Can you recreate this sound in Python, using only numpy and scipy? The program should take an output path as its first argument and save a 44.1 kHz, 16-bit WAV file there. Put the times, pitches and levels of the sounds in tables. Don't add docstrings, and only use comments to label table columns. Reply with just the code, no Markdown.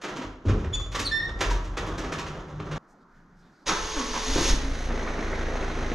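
import sys
import numpy as np
from scipy import signal
from scipy.fft import rfft, irfft, next_fast_len
from scipy.io import wavfile

SR = 44100
rng = np.random.default_rng(int(sys.argv[2]) if len(sys.argv) > 2 else 0)


def store_pcm(level_fs):
    pcm = np.round(np.clip(level_fs, -1, 1) * 32767).astype(np.int16)
    wavfile.write(sys.argv[1], SR, np.atleast_2d(pcm).T)


N = 261954
T = np.arange(N) / SR
PADDED = next_fast_len(N + SR)
FREQS = np.fft.rfftfreq(PADDED, 1 / SR)


# start_s, level_db, brightness_db_per_octave
DOOR_BLOWS = [(0.017, -38.5, 3), (.038, -27.5, 0.5), (.084, -31, -0.5), (.163, -33, 1.5),
              (0.217, -32, -0.5), (0.456, -41, 1), (.486, -28, -0.5), (.592, -46, 2), (.642, -34.5, -3),
              (.728, -42, 2), (0.75, -45, 2), (0.798, -44.5, 4.5), (0.92, -37, 3.5), (0.948, -23, 2),
              (.994, -24.5, 5), (1.39, -38.5, 2), (1.408, -18, 2), (1.442, -27, 0), (1.503, -31, 4),
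              (1.644, -43.5, 3.5), (1.772, -25.5, 1.5), (1.865, -40.5, 4), (1.981, -31.5, 3),
              (2.039, -31.5, -0.5), (2.122, -28, 2), (2.184, -29, 2), (2.264, -34, 1), (2.385, -40.5, -3.5),
              (2.482, -52.5, 2), (2.596, -34, -3), (2.714, -31.5, 0), (2.755, -39, 0.5)]
# frequency_hz, level_db
DOOR_COLOUR = [(88, -21), (150, -10.5), (337, -1.5), (401, 1), (772, -9), (1130, -4.5), (1910, -9),
               (2270, -12), (3400, -15), (4720, -21), (6550, -20), (7940, -34), (12100, -45.5),
               (15000, -67)]
# pitch_hz, level_db, t60_s
STEEL_TONES = [(398, -26.5, 0.16), (420, -25, 0.75), (530, -21, 0.93), (639, -16.5, 0.074), (800, -29, .3),
               (948, -21, 0.39), (1057, -29, 0.94), (1183, -15.5, 0.23), (1372, -14.5, 0.077),
               (1627, -24.5, 0.53), (2320, -23, 0.47), (3120, -30.5, 0.28), (4200, -20.5, .25),
               (4160, -17, .35)]
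# time_s, level_db
ROLLING = [(.4, -62), (.5, -34.5), (.7, -52), (1.25, -43.5), (1.52, -38.5), (1.7, -44), (1.85, -34.5),
           (2.3, -39), (2.57, -45), (2.78, -39)]
# frequency_hz, level_db
TRACK_COLOUR = [(80, -10.5), (150, -2), (205, -6.5), (300, -4.5), (450, -6), (730, -10.5), (1080, -10.5),
                (1400, -11.5), (2640, -28.5), (3300, -24.5), (4400, -33), (6700, -30.5), (7600, -45.5),
                (14000, -60)]
# frequency_hz, level_db
SHUDDER_COLOUR = [(15, -25), (40, 6), (70, -1), (120, -5), (170, -25.5), (400, -37), (2000, -76)]
# time_s, level_db
DRONE_LEVELS = [(.4, -77), (1.7, -90), (2.2, -47.5), (2.55, -46), (2.78, -37.5)]
# frequency_hz, level_db
LEAF_COLOUR = [(110, -26), (150, 6), (172, -9.5), (215, -33.5), (400, -52.5), (2000, -81)]
# start_s, pitch_hz, level_db, t60_s
METAL_PINGS = [(.185, 259.7, -31, 0.28), (.746, 5900, -37, 0.047), (0.748, 2580, -41.5, 0.0586),
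               (.753, 4580, -36, 0.046), (.799, 1110, -33.5, 0.058), (1.512, 960, -23.5, 0.1)]
# start_s, level_db, push_time_s
PANEL_SHOVES = [(.235, -26.5, 0.015), (.464, -5, 0.0107), (0.732, -18.5, 0.02), (1.451, -12, 0.03),
                (1.498, -15.5, 0.02), (1.641, -23, 0.0086), (1.798, -16.5, 0.033), (2.52, -25, .006),
                (2.6, -26.5, 0.013), (2.724, -28, 0.013)]
# pitch_hz, level_db, t60_s
PANEL_TONES = [(41.73, 3.5, 0.62), (69.2, -12, 0.85), (92.9, 7.5, 0.2), (113.6, -6, 0.38),
               (179.2, -14, 0.8), (295.4, -9, 0.75), (350, -22.5, 0.68)]
# start_s, level_db
FRAME_JOLTS = [(.452, -30), (.495, -27.5), (.545, -29), (.985, -33)]
# frequency_hz, level_db
FRAME_COLOUR = [(50, -11), (110, -2), (190, -5), (290, -3), (450, -9.5), (700, -21), (2000, -48.5),
                (8000, -68), (14000, -94.5)]
# start_s, level_db
HINGE_HITS = [(.646, -38), (.8, -43), (.862, -43), (1.292, -37.5), (1.784, -29), (1.877, -44), (1.901, -53),
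              (2.125, -32), (2.601, -37.5)]
# frequency_hz, level_db
HINGE_COLOUR = [(150, -8), (450, 1), (800, 3), (1300, 2.5), (2700, -6.5), (7000, -20), (14000, -56.5)]
# start_s, length_s, first_pitch_hz, last_pitch_hz, level_db, roughness_0_to_1,
# overtones_db_per_octave
PIVOT_SQUEALS = [(.739, 0.016, 3444, 3472, -23.5, 0.17, 0.5), (.83, 0.015, 3500, 3460, -43, 0.15, -5),
                 (1.056, 0.015, 4500, 4435, -12, 0.1, -0.5), (1.07, 0.0071, 4234, 4070, -11, 0.8, -1),
                 (1.12, 0.056, 1783, 1804, -30.5, .08, 0.5), (1.192, 0.017, 1827, 1857, -34.5, 0.3, -3),
                 (1.229, 0.03, 1820, 1864, -35.5, 0.14, 0), (1.262, 0.03, 1854, 1792, -44, 0.05, -0.5)]
# frequency_hz, level_db
PIVOT_COLOUR = [(1800, 6.5), (3550, -1), (4500, -15.5), (5400, -8.5), (6950, -5.5), (7200, -28),
                (7700, -39), (9000, -26.5), (10500, -33), (14000, -49.5)]
# frequency_hz, level_db
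NIGHT_COLOUR = [(15, -20), (25, 5.5), (33, -11), (38, -16.5), (76, -19), (113, -22.5), (160, -8),
                (293, -12.5), (511, -23), (846, -21.5), (1470, -19), (2710, -43), (6500, -42.5),
                (8240, -56.5), (14000, -61)]
MURMUR_BORDERS = [15, 200, 450, 900, 1400, 15000]
# centre_s, level_db, half_width_s, centre_hz
STREET_RUSTLES = [(2.91, -72, 0.026, 6130), (3.02, -76.5, 0.021, 4200), (3.2, -82.5, 0.014, 2210),
                  (3.398, -73.5, .03, 5150), (3.454, -72, 0.051, 3600), (3.608, -73.5, 0.11, 4500)]
# multiple_of_its_centre, level_db
RUSTLE_COLOUR = [(.25, -16), (.7, -8), (1, 5.5), (1.5, -5.5), (3, -26.5)]
# frequency_hz, level_db
GEAR_COLOUR = [(1060, -45), (1800, -1), (2480, -2), (3000, -1), (3800, 0), (4800, -3), (6570, 2),
               (7310, -12.5), (10700, -20.5), (13800, -37), (15000, -51)]
# frequency_hz, level_db
BLOCK_COLOUR = [(88, -19), (150, -13), (210, -13.5), (257, -14), (334, -10), (439, -11), (489, -5),
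                (779, -13), (989, -2), (2600, -18), (3380, -50), (5720, -120)]
# centre_s, half_width_s, load_0_to_1, groan_level_db,
# first_pitch_hz, last_pitch_hz
COMPRESSIONS = [(3.993, 0.043, 0.88, -29.5, 342.4, 240.6), (4.165, 0.031, 0.79, -36, 301, 233.5)]
# turning_freely_db, first_slam_db, under_load_db, overrun_db
GEAR_RASP = (-37, -19.5, -35.5, -30)
BLOCK_RUMBLE = (-40, -22, -31.5, -37)
GEAR_WHINE = (-50, -38.5, -57, -45.5)
# pitch_hz, level_db
FLYWHEEL_TONES = [(904, -10.5), (1125, -7), (3784, -6), (4750, -4.5), (5170, -6.5), (5640, -5), (5825, -10),
                  (6100, -8), (6342, -23), (6480, -5), (6696, -0.5)]
# start_s, level_db
PINION_BANGS = [(3.69, -26.5), (4.132, -36)]
# frequency_hz, level_db
HOUSING_COLOUR = [(100, -17), (165, -2.5), (220, -7.5), (377, -1.5), (480, -9), (850, -7.5), (996, 3),
                  (1110, -13), (1240, 2.5), (1400, -9), (1600, -3.5), (2200, -14.5), (12000, -53.5)]
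# time_s, firing_rate_hz
ENGINE_SPEED = [(3.7, 10.3), (4.25, 25.3), (4.32, 35.4), (4.44, 37.7), (4.59, 31.6), (4.72, 28.7),
                (4.88, 30.1), (5.03, 27.5), (5.94, 27.5)]
# frequency_hz, level_db
EXHAUST_COLOUR = [(8, -13), (27, 2.5), (54, -6.5), (81, -6), (108, -28), (136, -14), (165, -23),
                  (2000, -83)]
# frequency_hz, level_db
LURCH_COLOUR = [(10, 5), (22, 4), (38, 6.5), (68, -7), (100, -34), (250, -17.5), (2000, -102)]
# centre_s, level_db, half_width_s
ENGINE_SURGES = [(3.845, -35, 0.013), (4.326, -25.5, 0.032), (4.531, -19, 0.052), (4.67, -30, 0.049),
                 (4.87, -36, 0.073)]
# multiple_of_firing_rate, level_db
HUM_TONES = [(6, -1), (7, 0), (8, 8), (9, 8.5), (10, 5.5), (11, -2), (12, 6.5), (14, 8), (16, 2),
             (17, 10.5), (19, 5), (21, 0), (24, 7)]
# frequency_hz, level_db
BAY_COLOUR = [(65, -48), (110, -13), (138, -8), (166, -9.5), (327, -5), (455, -7), (760, -9.5), (1920, -12),
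              (2780, -22), (4020, -22), (4840, -28.5), (6450, -23), (7300, -39.5), (10600, -46),
              (15000, -71)]
CYLINDER_LEVELS = (1, -3, 2.5, -1)
# frequency_hz, level_db
CRANKCASE_COLOUR = [(70, -24), (130, -9), (200, -4.5), (300, -2), (400, -4), (520, -7.5), (660, -8.5),
                    (900, -16), (2200, -17.5), (4000, -45), (12000, -75)]
# centre_s, half_width_s,
# pitch_hz, level_db
SHORT_MOANS = [(4.15, 0.021, 172, -39.5), (4.3, .035, 268, -35.5), (4.5, .06, 264, -42),
               (4.67, .05, 270, -35.5), (4.97, 0.021, 454.5, -37)]
# start_s, level_db, brightness_db_per_octave
FIRST_IGNITIONS = [(4.359, -17.5, -0.5), (4.382, -21, 1), (4.409, -20.5, -0.5), (4.423, -37, -3),
                   (4.454, -32, -0.5), (4.486, -35, -0.5)]
# frequency_hz, level_db
BARK_COLOUR = [(40, 1), (70, 2), (120, -4), (190, -6.5), (260, 0.5), (400, 2), (520, -3.5), (700, -13),
               (1500, -15.5), (4000, -40), (12000, -62)]
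# start_s, level_db
ENGINE_CLACKS = [(5.074, -32), (5.182, -34.5), (5.223, -35), (5.328, -33), (5.409, -39), (5.773, -45)]
# frequency_hz, level_db
CLACK_COLOUR = [(200, -4), (600, 6), (1100, 7), (2200, 4), (3200, -22), (6600, -34), (12000, -52)]
# frequency_hz, side_level_db
SIDE_ECHOES = [(60, -42.5), (150, -25.5), (300, -19.5), (600, -10), (1400, -6), (2800, -2.5), (5500, -9.5),
               (9000, -24.5), (13000, -0.5)]
# frequency_hz, t60_s
WALL_FADING = [(250, 0.81), (1200, 0.62), (4000, 0.51), (10000, 0.36)]
# frequency_hz, left_minus_right_db
PORT_COLOUR = [(100, 0.15), (500, -0.65), (1100, -0.7), (4000, -1), (8000, 1.3)]

CHATTER_S, TIGHTEN_PER_DB = .026, .025
LATCH_S, LATCH_HALF_WIDTH_S, LATCH_DB = 0.17, 0.11, -41.5
FREE_S, SHUDDER_RISE_S, SHUDDER_DB, SHUDDER_FALL_DB_PER_S = .45, 0.077, -30, 8
ROLL_SHUDDER_DB = -4
PANEL_BUILD_S = .022
SQUEAL_ATTACK_S, SQUEAL_RELEASE_SHARE = 0.011, 0.65
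DOOR_CUT_S = 2.782
NIGHT_DB = -57.5
STARTER_ON_S, STARTER_ATTACK_S, STARTER_OFF_S, STARTER_RELEASE_S = 3.655, 0.03, 4.503, 0.036
MESH_HZ, SPIN_UP_S, INRUSH_S = 438, .03, 0.036
OVERRUN_S, OVERRUN_RISE_S, OVERRUN_SHARE = 4.078, 0.42, 0.0562
SAG_SHARE = 0.0155
FREEWHEEL_DB, FREEWHEEL_TILT_DB = -31, 4.5
GROAN_LAG_S, GROAN_ROUGH = 0.005, 0.0694
FLYWHEEL_T60_S, FLYWHEEL_DB = 0.089, -19
CATCH_S, CATCH_RISE_S, SETTLE_S, IDLE_UNEVEN = 4.25, 0.017, .2, 0.251
CRANK_DB, THROB_DB, BAY_DB = -38.5, -32, -34
OUTSIDE_S, OUTSIDE_RISE_S = 4.87, 0.03
INSIDE_DB, INSIDE_TILT_DB = -5, 3
ROAR_S, ROAR_RISE_S, ROAR_DECAY_S, ROAR_DB = 4.35, 0.032, 0.1, -25
TOP_HZ = 14900


def amp(db):
    return 10 ** (np.asarray(db) / 20)


def unit(x):
    return x / np.sqrt(np.mean(x ** 2))


def curves(rows):
    s, *columns = np.transpose(rows)
    return [np.interp(T, s, column) for column in columns]


def on_log_axis(hz, points):
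    f, value = np.transpose(points)
    return np.interp(np.log(np.maximum(hz, 1)), np.log(f), value)


def convolve(x, response):
    return signal.fftconvolve(x, response)[:len(x)]


def colour(x, points, tilt_db=0, size=4096):
    hz = np.fft.rfftfreq(size, 1 / SR)
    gain = amp(on_log_axis(hz, points) + tilt_db * np.log2(np.maximum(hz, 1)))
    cepstrum = irfft(np.log(gain))
    cepstrum[1:size // 2] *= 2
    cepstrum[size // 2 + 1:] = 0
    response = irfft(np.exp(rfft(cepstrum)))
    return convolve(x, response / np.linalg.norm(response))


def grains(rate, spread_db, size=N):
    hit = rng.random(size) < rate / SR
    sign = rng.choice([-1, 1], size)
    strength = amp(spread_db * np.clip(rng.standard_normal(size), -2, 2))
    return unit(hit * sign * strength)


def walk(rate):
    knots = rng.standard_normal(20000)
    return np.interp(T * rate, np.arange(len(knots)), knots)


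def ring(hz, t60):
    return np.sin(2 * np.pi * hz * T[:SR]) * np.exp(-np.log(1000) * T[:SR] / t60)


def add(out, s, sound):
    i = max(int(s * SR), 0)
    out[i:i + len(sound)] += sound[:N - i]


def ramp(s, rise_s):
    return np.clip((T - s) / rise_s, 0, 1)


def fade(s, decay_s):
    return np.exp(-np.maximum(T - s, 0) / decay_s)


def swell(s, half_width_s):
    return np.exp(-((T - s) / half_width_s) ** 2)


def knocks(rows, spectrum, decay_s, tilt_db=0):
    out = np.zeros(N)
    for s, db in rows:
        burst = rng.standard_normal(SR) * np.exp(-T[:SR] / decay_s)
        knock = colour(burst, spectrum, tilt_db)
        add(out, s, amp(db) * unit(knock) * np.sqrt(decay_s))
    return out


def ringing(tones):
    return sum(amp(db) * unit(ring(hz, t60)) for hz, db, t60 in tones) / np.sqrt(SR)


def echo_tail(build_s=0.0046):
    noise = rng.standard_normal(SR)
    hz, s, cells = signal.stft(noise, SR, nperseg=256)
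    cells = cells * np.exp(-np.log(1000) * s / on_log_axis(hz, WALL_FADING)[:, None])
    tail = signal.istft(cells, SR)[1][:SR] * (1 - np.exp(-T[:SR] / build_s))
    tail = signal.sosfilt(signal.butter(2, 130, "high", fs=SR, output="sos"), tail)
    return tail / np.linalg.norm(tail)


def wall_echoes(x, wet_db):
    wet = amp(wet_db)
    mid = (x + wet * convolve(x, echo_tail())) / np.hypot(1, wet)
    side_gain = amp(on_log_axis(FREQS, SIDE_ECHOES) - 6.0)
    side = irfft(rfft(convolve(x, echo_tail()), PADDED) * side_gain, PADDED)[:N]
    return np.array([mid + side, mid - side])


def rollers():
    roll_db, = curves(ROLLING)
    drone_db, = curves(DRONE_LEVELS)
    rubbing = amp(roll_db) + amp(LATCH_DB) * swell(LATCH_S, LATCH_HALF_WIDTH_S)
    shaken_db = SHUDDER_DB - SHUDDER_FALL_DB_PER_S * (T - FREE_S - SHUDDER_RISE_S)
    shaken = ramp(FREE_S, SHUDDER_RISE_S) * amp(shaken_db)
    grit = colour(grains(rate=1300, spread_db=1.5), TRACK_COLOUR) * rubbing * amp(2.3 * walk(24.74))
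    shaking = np.hypot(shaken, amp(ROLL_SHUDDER_DB) * amp(roll_db))
    shudder = colour(rng.standard_normal(N), SHUDDER_COLOUR) * shaking
    drone = colour(rng.standard_normal(N), LEAF_COLOUR) * amp(drone_db)
    return grit + shudder + drone


def clatter(rise_share=.32):
    out, t = np.zeros(N), T[:SR // 2]
    middling_db = np.mean([db for _, db, _ in DOOR_BLOWS])
    for s, db, bright_db in DOOR_BLOWS:
        chatter_s = CHATTER_S * np.exp(-TIGHTEN_PER_DB * max(db - middling_db, 0))
        burst = np.exp(-t / chatter_s) * (1 - np.exp(-t / (rise_share * chatter_s)))
        contacts = unit(grains(rate=5000, spread_db=2.5, size=len(t)) * burst)
        contacts = contacts * np.sqrt(chatter_s)
        add(out, s - rise_share * chatter_s / 2, amp(db) * colour(contacts, DOOR_COLOUR, bright_db))
    return out


def sheets(x, steel_db=-17):
    return x + amp(steel_db) * convolve(x, ringing(STEEL_TONES))


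def pings():
    out = np.zeros(N)
    for s, hz, db, t60 in METAL_PINGS:
        add(out, s, amp(db) * ring(hz, t60))
    return out


def boom():
    out = np.zeros(N)
    for s, db, push_s in PANEL_SHOVES:
        swing = np.zeros(SR)
        for hz, tone_db, t60 in PANEL_TONES:
            match = 1 / ((hz * push_s) ** 2 + (hz * push_s) ** -2)
            swing += amp(tone_db) * ring(hz, t60) * match
        add(out, s, amp(db) * swing * (1 - np.exp(-T[:SR] / PANEL_BUILD_S)))
    return out


def squeals(waver=0.0052, slip=0.061, overtone_growth=0.81, count=5):
    out = np.zeros(N)
    for s, length_s, first_hz, last_hz, level_db, rough, bright_db in PIVOT_SQUEALS:
        attack = ramp(s - SQUEAL_ATTACK_S, SQUEAL_ATTACK_S)
        rub = attack * fade(s + length_s, SQUEAL_RELEASE_SHARE * length_s)
        on = rub > amp(-60)
        glide = first_hz + (last_hz - first_hz) * ramp(s, length_s)
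        hz = (glide * (1 + waver * walk(180) + slip * rough * walk(1200)))[on]
        db = level_db + 20 * np.log10(rub[on]) + .9 * walk(70)[on]
        phase = 2 * np.pi * np.cumsum(hz) / SR
        for k in range(1, count + 1):
            overtone_db = np.log2(k) * (bright_db + overtone_growth * (db - db.max()))
            gain = amp(db - 1.0 + overtone_db + on_log_axis(k * hz, PIVOT_COLOUR))
            out[on] += gain * np.sin(k * phase) * (k * hz < TOP_HZ)
    return out


def night(waver_db=3.0):
    murmur = rfft(colour(rng.standard_normal(N), NIGHT_COLOUR), PADDED)
    out = np.zeros(N)
    for low, high in zip(MURMUR_BORDERS, MURMUR_BORDERS[1:]):
        band = irfft(murmur * (FREQS >= low) * (FREQS < high), PADDED)[:N]
        out += band * amp(NIGHT_DB + waver_db * walk(9.8))
    for s, db, half_width_s, centre_hz in STREET_RUSTLES:
        spectrum = [(multiple * centre_hz, level_db) for multiple, level_db in RUSTLE_COLOUR]
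        rustle = colour(grains(rate=4200, spread_db=4.0), spectrum)
        out += amp(db) * swell(s, half_width_s) * rustle
    return out


def groans(octave_db=-10):
    out = np.zeros(N)
    for s, half_width_s, _, db, first_hz, last_hz in COMPRESSIONS:
        hz = first_hz + (last_hz - first_hz) * ramp(s - half_width_s, 1.32 * half_width_s)
        phase = 2 * np.pi * np.cumsum(hz * (1 + GROAN_ROUGH * walk(300))) / SR
        tone = np.sin(phase) + amp(octave_db) * np.sin(2 * phase)
        out += amp(db + 1.8 * walk(110)) * swell(s + GROAN_LAG_S, half_width_s) * tone
    return out


def flywheel(x):
    tones = [(hz, db, FLYWHEEL_T60_S) for hz, db in FLYWHEEL_TONES]
    return x + amp(FLYWHEEL_DB) * convolve(x, ringing(tones))


def starter(mesh_depth=0.18):
    load = sum(force * swell(s, half_width_s) for s, half_width_s, force, *_ in COMPRESSIONS)
    overrun = ramp(OVERRUN_S, OVERRUN_RISE_S)
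    hz = MESH_HZ * (1 - fade(STARTER_ON_S, SPIN_UP_S))
    hz = hz * (1 - SAG_SHARE * load) * (1 + OVERRUN_SHARE * overrun ** 4)
    slam = fade(STARTER_ON_S + STARTER_ATTACK_S / 4, INRUSH_S)
    states = (1, slam, load, overrun)

    def state_gain(levels):
        return np.sqrt(sum((amp(db) * state) ** 2 for db, state in zip(levels, states)))

    whine_gain = state_gain(GEAR_WHINE)
    phase = 2 * np.pi * np.cumsum(hz * (1 + 0.0185 * walk(120))) / SR
    teeth = 1 + mesh_depth * np.cos(phase)
    whine = unit(np.sin(phase) + amp(-10) * np.sin(2 * phase) + amp(-13) * np.sin(4 * phase))
    rasp = colour(unit(grains(rate=7400, spread_db=-3.5) * teeth) * state_gain(GEAR_RASP), GEAR_COLOUR)
    block = colour(unit(grains(rate=2500, spread_db=4.5) * teeth) * state_gain(BLOCK_RUMBLE), BLOCK_COLOUR)
    hiss = colour(grains(rate=6700, spread_db=9) * teeth, GEAR_COLOUR, FREEWHEEL_TILT_DB)
    freewheel = hiss * amp(FREEWHEEL_DB) * overrun ** 1.65
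    engaged = ramp(STARTER_ON_S, STARTER_ATTACK_S) ** 2 * fade(STARTER_OFF_S, STARTER_RELEASE_S)
    return (whine * whine_gain + groans() + flywheel(rasp + block + freewheel)) * engaged


def engine(pulse_depth=0.18, hum_db=-7, tick_db=-7, wash_db=-3, tick_turns=0.6, knock_db=-6,
           knock_turns=0.21):
    hz, = curves(ENGINE_SPEED)
    running, outside = ramp(CATCH_S, CATCH_RISE_S), ramp(OUTSIDE_S, OUTSIDE_RISE_S)
    uneven = IDLE_UNEVEN + (1 - IDLE_UNEVEN) * fade(STARTER_OFF_S, SETTLE_S)
    uneven = np.clip(uneven, 0, 1)
    turns = np.cumsum(hz * (1 + .05 * uneven * walk(20) + .04 * walk(60))) / SR
    phase = 2 * np.pi * turns

    firings = np.diff(np.floor(turns), prepend=0) * amp(1.9 * rng.standard_normal(N))
    pulses = colour(firings - hz / SR, EXHAUST_COLOUR, size=16384) * np.sqrt(SR / hz)
    lurch = colour(rng.standard_normal(N), LURCH_COLOUR)
    throb = np.sqrt(1 - uneven ** 2) * pulses + uneven * lurch
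    effort = amp(CRANK_DB) * (1 - running) + amp(THROB_DB) * running
    effort = effort + sum(amp(db) * swell(s, half_width_s) for s, db, half_width_s in ENGINE_SURGES)
    exhaust = throb * effort * amp(2 * uneven * walk(22))

    hum = np.zeros(N)
    for k, db in HUM_TONES:
        tone = np.cos(k * phase + 2 * np.pi * rng.random() + 0.56 * walk(12))
        hum += amp(db + 1.8 * walk(9)) * tone
    hum = amp(hum_db) * unit(hum)
    wash = unit(rng.standard_normal(N) * (1 + pulse_depth * np.cos(phase)) * amp(walk(70)))
    seatings = 2 * turns
    force = amp(2.7 * np.clip(rng.standard_normal(N // 100), -2, 1))[seatings.astype(int)]
    ticks = unit(rng.standard_normal(N) * force * np.exp(-(seatings % 1) / tick_turns))
    rattle = amp(wash_db) * wash + amp(tick_db) * ticks

    knock_turn = turns + .5
    stroke = knock_turn.astype(int)
    cylinder_db = np.array(CYLINDER_LEVELS)[stroke % len(CYLINDER_LEVELS)]
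    blow = amp(cylinder_db + 2.0 * rng.standard_normal(N // 100)[stroke])
    knock = unit(rng.standard_normal(N) * blow * np.exp(-(knock_turn % 1) / knock_turns))
    body = hum + amp(knock_db) * colour(knock, CRANKCASE_COLOUR)
    outside_bay = body + colour(rattle, BAY_COLOUR)
    inside_bay = amp(INSIDE_DB) * (body + colour(rattle, BAY_COLOUR, INSIDE_TILT_DB))
    bay = outside * outside_bay + (1 - outside) * inside_bay
    return exhaust * ramp(STARTER_ON_S, SPIN_UP_S), bay * amp(BAY_DB) * running


def moans(waver=0.0306):
    out = np.zeros(N)
    for s, half_width_s, hz, db in SHORT_MOANS:
        phase = 2 * np.pi * np.cumsum(hz * (1 + waver * walk(120))) / SR
        out += amp(db + 1.9 * walk(60)) * swell(s, half_width_s) * np.sin(phase)
    return out


def flare(chug_depth=0.27):
    hz, = curves(ENGINE_SPEED)
    gulps = rng.standard_normal(N) * (1 + chug_depth * np.cos(2 * np.pi * np.cumsum(hz) / SR))
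    roar_level = amp(ROAR_DB) * ramp(ROAR_S, ROAR_RISE_S) * fade(ROAR_S, ROAR_DECAY_S)
    roar = colour(gulps, BARK_COLOUR) * roar_level
    barks = sum(knocks([(s, db)], BARK_COLOUR, decay_s=0.0077, tilt_db=bright_db)
                for s, db, bright_db in FIRST_IGNITIONS)
    return roar + moans() + barks


def scene():
    hinges = knocks(HINGE_HITS, HINGE_COLOUR, decay_s=0.0061)
    jolts = knocks(FRAME_JOLTS, FRAME_COLOUR, decay_s=0.03)
    door = wall_echoes(sheets(rollers() + clatter() + hinges), wet_db=-5.0)
    door = door + wall_echoes(pings() + squeals(), wet_db=-6.5)
    door = door + wall_echoes(boom() + jolts, wet_db=-4.0)
    door_heard = np.clip((DOOR_CUT_S - T) / 0.002, 0, 1)
    street = wall_echoes(night(), wet_db=-13.5)
    bangs = knocks(PINION_BANGS, HOUSING_COLOUR, decay_s=.06)
    start = wall_echoes(starter() + bangs + flare(), wet_db=-7.0)
    exhaust, bay = engine()
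    clacks = knocks(ENGINE_CLACKS, CLACK_COLOUR, decay_s=0.011)
    idle = wall_echoes(bay + clacks, wet_db=-10.0) + exhaust
    return door * door_heard + street + start + idle


def record(dry, lag_s=1.2e-5):
    half_db = on_log_axis(FREQS, PORT_COLOUR) / 2
    left = amp(half_db) * np.exp(-2j * np.pi * FREQS * lag_s)
    right = amp(-half_db)
    heard = irfft(rfft(dry, PADDED) * np.array([left, right]), PADDED)[:, :N]
    return signal.sosfilt(signal.ellip(8, .2, 80, TOP_HZ, fs=SR, output="sos"), heard)


dry = scene()
out = record(dry)
store_pcm(out)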